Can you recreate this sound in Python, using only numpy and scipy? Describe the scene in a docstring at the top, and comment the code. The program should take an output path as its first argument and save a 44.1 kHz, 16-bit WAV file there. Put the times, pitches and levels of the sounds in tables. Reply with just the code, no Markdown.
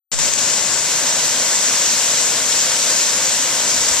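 """Waterfall beyond a golf green

Across the green, water pours down a rock wall: a roar from the pool, a hiss of spray, countless droplets.
The camera's two microphone ports resonate in the treble. They face the grass at first, then the wall.
The sound switches on with a soft thump and an uneven level; near the end, wind brushes the ports."""
import sys
import numpy as np
from scipy import signal
from scipy.fft import rfft, irfft, next_fast_len
from scipy.io import wavfile
from scipy.ndimage import uniform_filter1d, map_coordinates

SR = 44100
rng = np.random.default_rng(int(sys.argv[2]) if len(sys.argv) > 2 else 0)


def store_pcm(level_fs):
    """Save levels as 16-bit WAV."""
    pcm = np.round(np.clip(level_fs, -1, 1) * 32767).astype(np.int16)
    wavfile.write(sys.argv[1], SR, np.atleast_2d(pcm).T)


N = 176400

# Level steps as the microphone switches on. Each row: start in seconds, gain in dB.
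SWITCH_ON_STEPS = [(.117, -1.5), (0.147, -5.5), (.188, 0.86), (.293, -2), (.378, 0.5)]
# The pool's roar, rippled by its reflection off the ground. Each row: frequency in Hz, relative dB.
ROAR_SPECTRUM = [(25, -30), (45, -18.5), (80, -15.5), (130, -7.5), (190, -7), (270, -4.5), (345, -8),
                 (420, -7), (520, -0.5), (610, -1), (790, -6.5), (920, -1.5), (1050, -3), (1260, -6.5),
                 (1500, -3), (2000, -6), (3000, -11.5), (6000, -43)]
# Spray on the rock wall. Each row: frequency in Hz, relative dB.
SPRAY_SPECTRUM = [(500, -35), (1200, -15.5), (2100, -1), (2900, 1.5), (4000, 1.5), (5200, 1), (6200, -0.04),
                  (7400, -2.4), (9000, -4), (11000, -3.5), (14000, -1.3)]
# The spray's slow drift. Each row: time in seconds, gain in dB.
SPRAY_DRIFT = [(0.4, -20), (0.71, -21), (2.0, -19), (2.47, -20.5), (2.53, -18.5), (2.54, -20), (2.97, -19),
               (3.22, -20.5), (3.25, -19.5), (3.55, -20.5), (4.0, -19)]
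# Slaps of water on rock. Each row: peak time in seconds, boost to the spray in dB, half-width in seconds.
ROCK_SLAPS = [(.338, 6.5, 0.0018), (0.39, 2.5, 0.0044), (.43, 1, 0.025), (1.254, 2, 0.011),
              (1.685, 4.5, 0.0011)]
# The fall's width from across the green. Each row: frequency in Hz, left-right correlation.
STEREO_LIKENESS = [(30, .55), (90, 0.87), (160, 1), (280, 0.94), (560, 0.98), (1250, 0.92), (1750, 0.91),
                   (2300, 0.69), (4200, 0.59), (6500, 0.55), (8000, 0.4), (9700, .08)]
# Colour with the microphone facing the grass. Each row: frequency in Hz, left and right gain in dB.
GRASS_COLOUR = [(197, 0.8, 1), (800, -1, -1.4), (2860, -0.5, -1), (5500, 0, -0.5), (7400, 1.6, -3.5),
                (9000, -1.3, 1.5), (11500, -2, -2)]
# The port cavities, left then right. Each row: resonance in Hz, Q.
PORT_RESONANCES = [(7410, 6.55), (6350, 3.96)]
# The camera shadows the right port. 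Each row: frequency in Hz, gain in dB.
RIGHT_SHADOW = [(1900, 0), (3000, -4), (4000, -4.5), (5000, -3.5), (6300, 0), (7000, -0.5), (8000, -2.5),
                (10800, -8), (12000, -12), (14000, -21)]
# The water reaches the right port later. Each row: frequency in Hz, phase lag in radians.
RIGHT_LAG = [(500, .04), (1900, 0.16), (2700, 0.88), (3700, .3), (5000, .5), (6000, 0.73), (6700, 1.13),
             (8000, 1.04)]
# Puffs at the microphone. Each row: peak time and half-width in seconds, left and right level in dB.
WIND_PUFFS = [(3.72, .03, -60, -50), (3.79, 0.023, -38, -49), (3.88, .1, -58, -43),
              (3.93, 0.022, -48.5, -41)]
# Wind rumble on the ports. Each row: frequency in Hz, relative dB.
WIND_SPECTRUM = [(20, -2), (45, -2), (75, -1), (140, -9), (250, -19), (600, -45)]

THUMP_GAIN_DB, THUMP_RISE_S, THUMP_DECAY_S = -20, 0.04, 0.13
ROAR_GAIN_DB, HISS_GAIN_DB, DROPS_GAIN_DB = -28.5, -1.48, -11.5
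DROPS_PER_S, DROP_CENTRE_HZ, DROP_Q, DROP_SPREAD_DB = 4000, 5930, 1.7, 2
RAISE_MIDPOINT_S, RAISE_LENGTH_S = 0.83, 0.093
FULL_LEVEL, TOP_HZ = 0.92, 14250


def amp(db):
    """Decibels to gain."""
    return 10 ** (np.asarray(db) / 20)


def unit_rms(x):
    """Scaled to rms 1."""
    return x / np.sqrt(np.mean(x ** 2) + 1e-20)


def along(points, hz):
    """(Hz, value) points joined on a log frequency axis."""
    knots_hz, values = np.transpose(points)
    return np.interp(np.log(hz + 1), np.log(knots_hz + 1), values)


def clock():
    """Time of each sample in seconds."""
    return np.arange(N) / SR


def swell(peak_s, half_width_s):
    """A bell-shaped rise and fall around a moment."""
    return np.exp(-0.5 * ((clock() - peak_s) / half_width_s) ** 2)


def wobble(knots_per_s):
    """A smooth random curve."""
    return map_coordinates(rng.standard_normal(N // 20), [clock() * knots_per_s + 2])


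def filtered(x, response):
    """x through a complex frequency response."""
    size = next_fast_len(N + SR // 2)
    hz = np.fft.rfftfreq(size, 1 / SR)
    return irfft(rfft(x, size) * response(hz), size)[..., :N]


def patchy_noise(depth_db):
    """Two noises with shared patches of random gain in frequency and time."""
    spectra = signal.stft(rng.standard_normal((2, N)), nperseg=512)[2]
    patches = uniform_filter1d(rng.standard_normal(spectra.shape[1:]), size=12, axis=0)
    patches = uniform_filter1d(patches, size=9, axis=1)
    return signal.istft(spectra * amp(depth_db * unit_rms(patches)), nperseg=512)[1][:, :N]


def spread(pair, spectrum):
    """Two unrelated signals become one wide, coloured source of rms 1."""
    def mid_side_gains(hz):
        angle = np.arccos(np.clip(along(STEREO_LIKENESS, hz), -1, 1)) / 2
        return amp(along(spectrum, hz)) * [np.cos(angle), np.sin(angle)]
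    mid, side = filtered(pair, mid_side_gains)
    return unit_rms(np.array([mid + side, mid - side]))


def switch_on_gain():
    """The microphone is silent, then comes on in uneven, slightly rounded steps."""
    starts, steps_db = np.transpose(SWITCH_ON_STEPS)
    gain = np.append(0, amp(steps_db))[np.searchsorted(starts, clock())]
    return uniform_filter1d(gain, size=100)


def switch_on_thump():
    """Switching on gives one soft pulse, of opposite sign in the two channels."""
    age = np.maximum(clock() - SWITCH_ON_STEPS[0][0], 0)
    pulse = amp(THUMP_GAIN_DB) * (1 - np.exp(-age / THUMP_RISE_S)) * np.exp(-age / THUMP_DECAY_S)
    return np.outer([-1, 1], pulse)


def pool_roar():
    """Beyond the green, water plunges into the pool and churns."""
    churn_db = 0.43 * wobble(3) + 0.75 * wobble(17)
    return amp(ROAR_GAIN_DB + churn_db) * spread(patchy_noise(depth_db=0.36), ROAR_SPECTRUM)


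def droplets():
    """Each droplet is a ping of a few cycles; most are small, and their size is capped."""
    count = int(DROPS_PER_S * N / SR)
    when, pitch, size = rng.random((count, 3)).T[:, :, None]
    offsets = np.arange(SR // 400)
    ping_hz = DROP_CENTRE_HZ * 2 ** (2 * pitch - 1)  # within an octave either way
    cycles = ping_hz * offsets / SR
    size_db = np.minimum(-DROP_SPREAD_DB * np.log(1 - size), 15)
    pings = amp(size_db) * np.sin(2 * np.pi * cycles) * np.exp(-np.pi * cycles / DROP_Q)
    positions = (when * N).astype(int) + offsets
    return np.bincount(positions.ravel(), pings.ravel(), N)[:N]


def spray():
    """Sheets of water break on the rock wall: a fluttering hiss with droplets in it."""
    drift_db = np.interp(clock(), *np.transpose(SPRAY_DRIFT))
    flutter_db = 0.19 * wobble(26.5) + 0.2 * wobble(110)
    slaps_db = sum(db * swell(peak_s, half_width_s) for peak_s, db, half_width_s in ROCK_SLAPS)
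    hiss = amp(HISS_GAIN_DB) * spread(patchy_noise(depth_db=0.9), SPRAY_SPECTRUM)
    drops = amp(DROPS_GAIN_DB) * spread(np.array([droplets(), droplets()]), SPRAY_SPECTRUM)
    return amp(drift_db + flutter_db + slaps_db) * (hiss + drops)


def port_response(hz):
    """Each microphone port is a small resonant cavity; the right one is shaded and hears later."""
    left, right = [1 / (1 - (hz / centre) ** 2 + 1j * hz / (centre * q)) for centre, q in PORT_RESONANCES]
    shadow = amp(along(RIGHT_SHADOW, hz))
    lag = np.exp(-1j * along(RIGHT_LAG, hz))
    return np.array([left, right * shadow * lag])


def raise_microphone(water):
    """The water's colour opens up as the microphone turns from the grass to the wall."""
    colour = np.array(GRASS_COLOUR)
    facing_grass = filtered(water, lambda hz: amp([along(colour[:, [0, side]], hz) for side in (1, 2)]))
    raised = np.clip((clock() - RAISE_MIDPOINT_S) / RAISE_LENGTH_S + 0.5, 0, 1)
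    return facing_grass + raised * (water - facing_grass)


def wind():
    """Right at the microphone, puffs buffet each port on its own."""
    strength = sum(np.outer(amp([left_db, right_db]), swell(peak_s, half_width_s))
                   for peak_s, half_width_s, left_db, right_db in WIND_PUFFS)
    rumble = filtered(rng.standard_normal((2, N)), lambda hz: amp(along(WIND_SPECTRUM, hz)))
    return strength * unit_rms(rumble)


def scene():
    """The waterfall as the ports hear it from across the green, and the wind on them."""
    water = raise_microphone(pool_roar() + spray())
    return filtered(water, port_response) + wind()


def record(dry):
    """The microphone switches on; any peak past full level is flattened, and the top treble is cut."""
    heard = dry * switch_on_gain() + switch_on_thump()
    return filtered(np.clip(heard, -FULL_LEVEL, FULL_LEVEL), lambda hz: hz < TOP_HZ)


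dry = scene()
out = record(dry)
store_pcm(out)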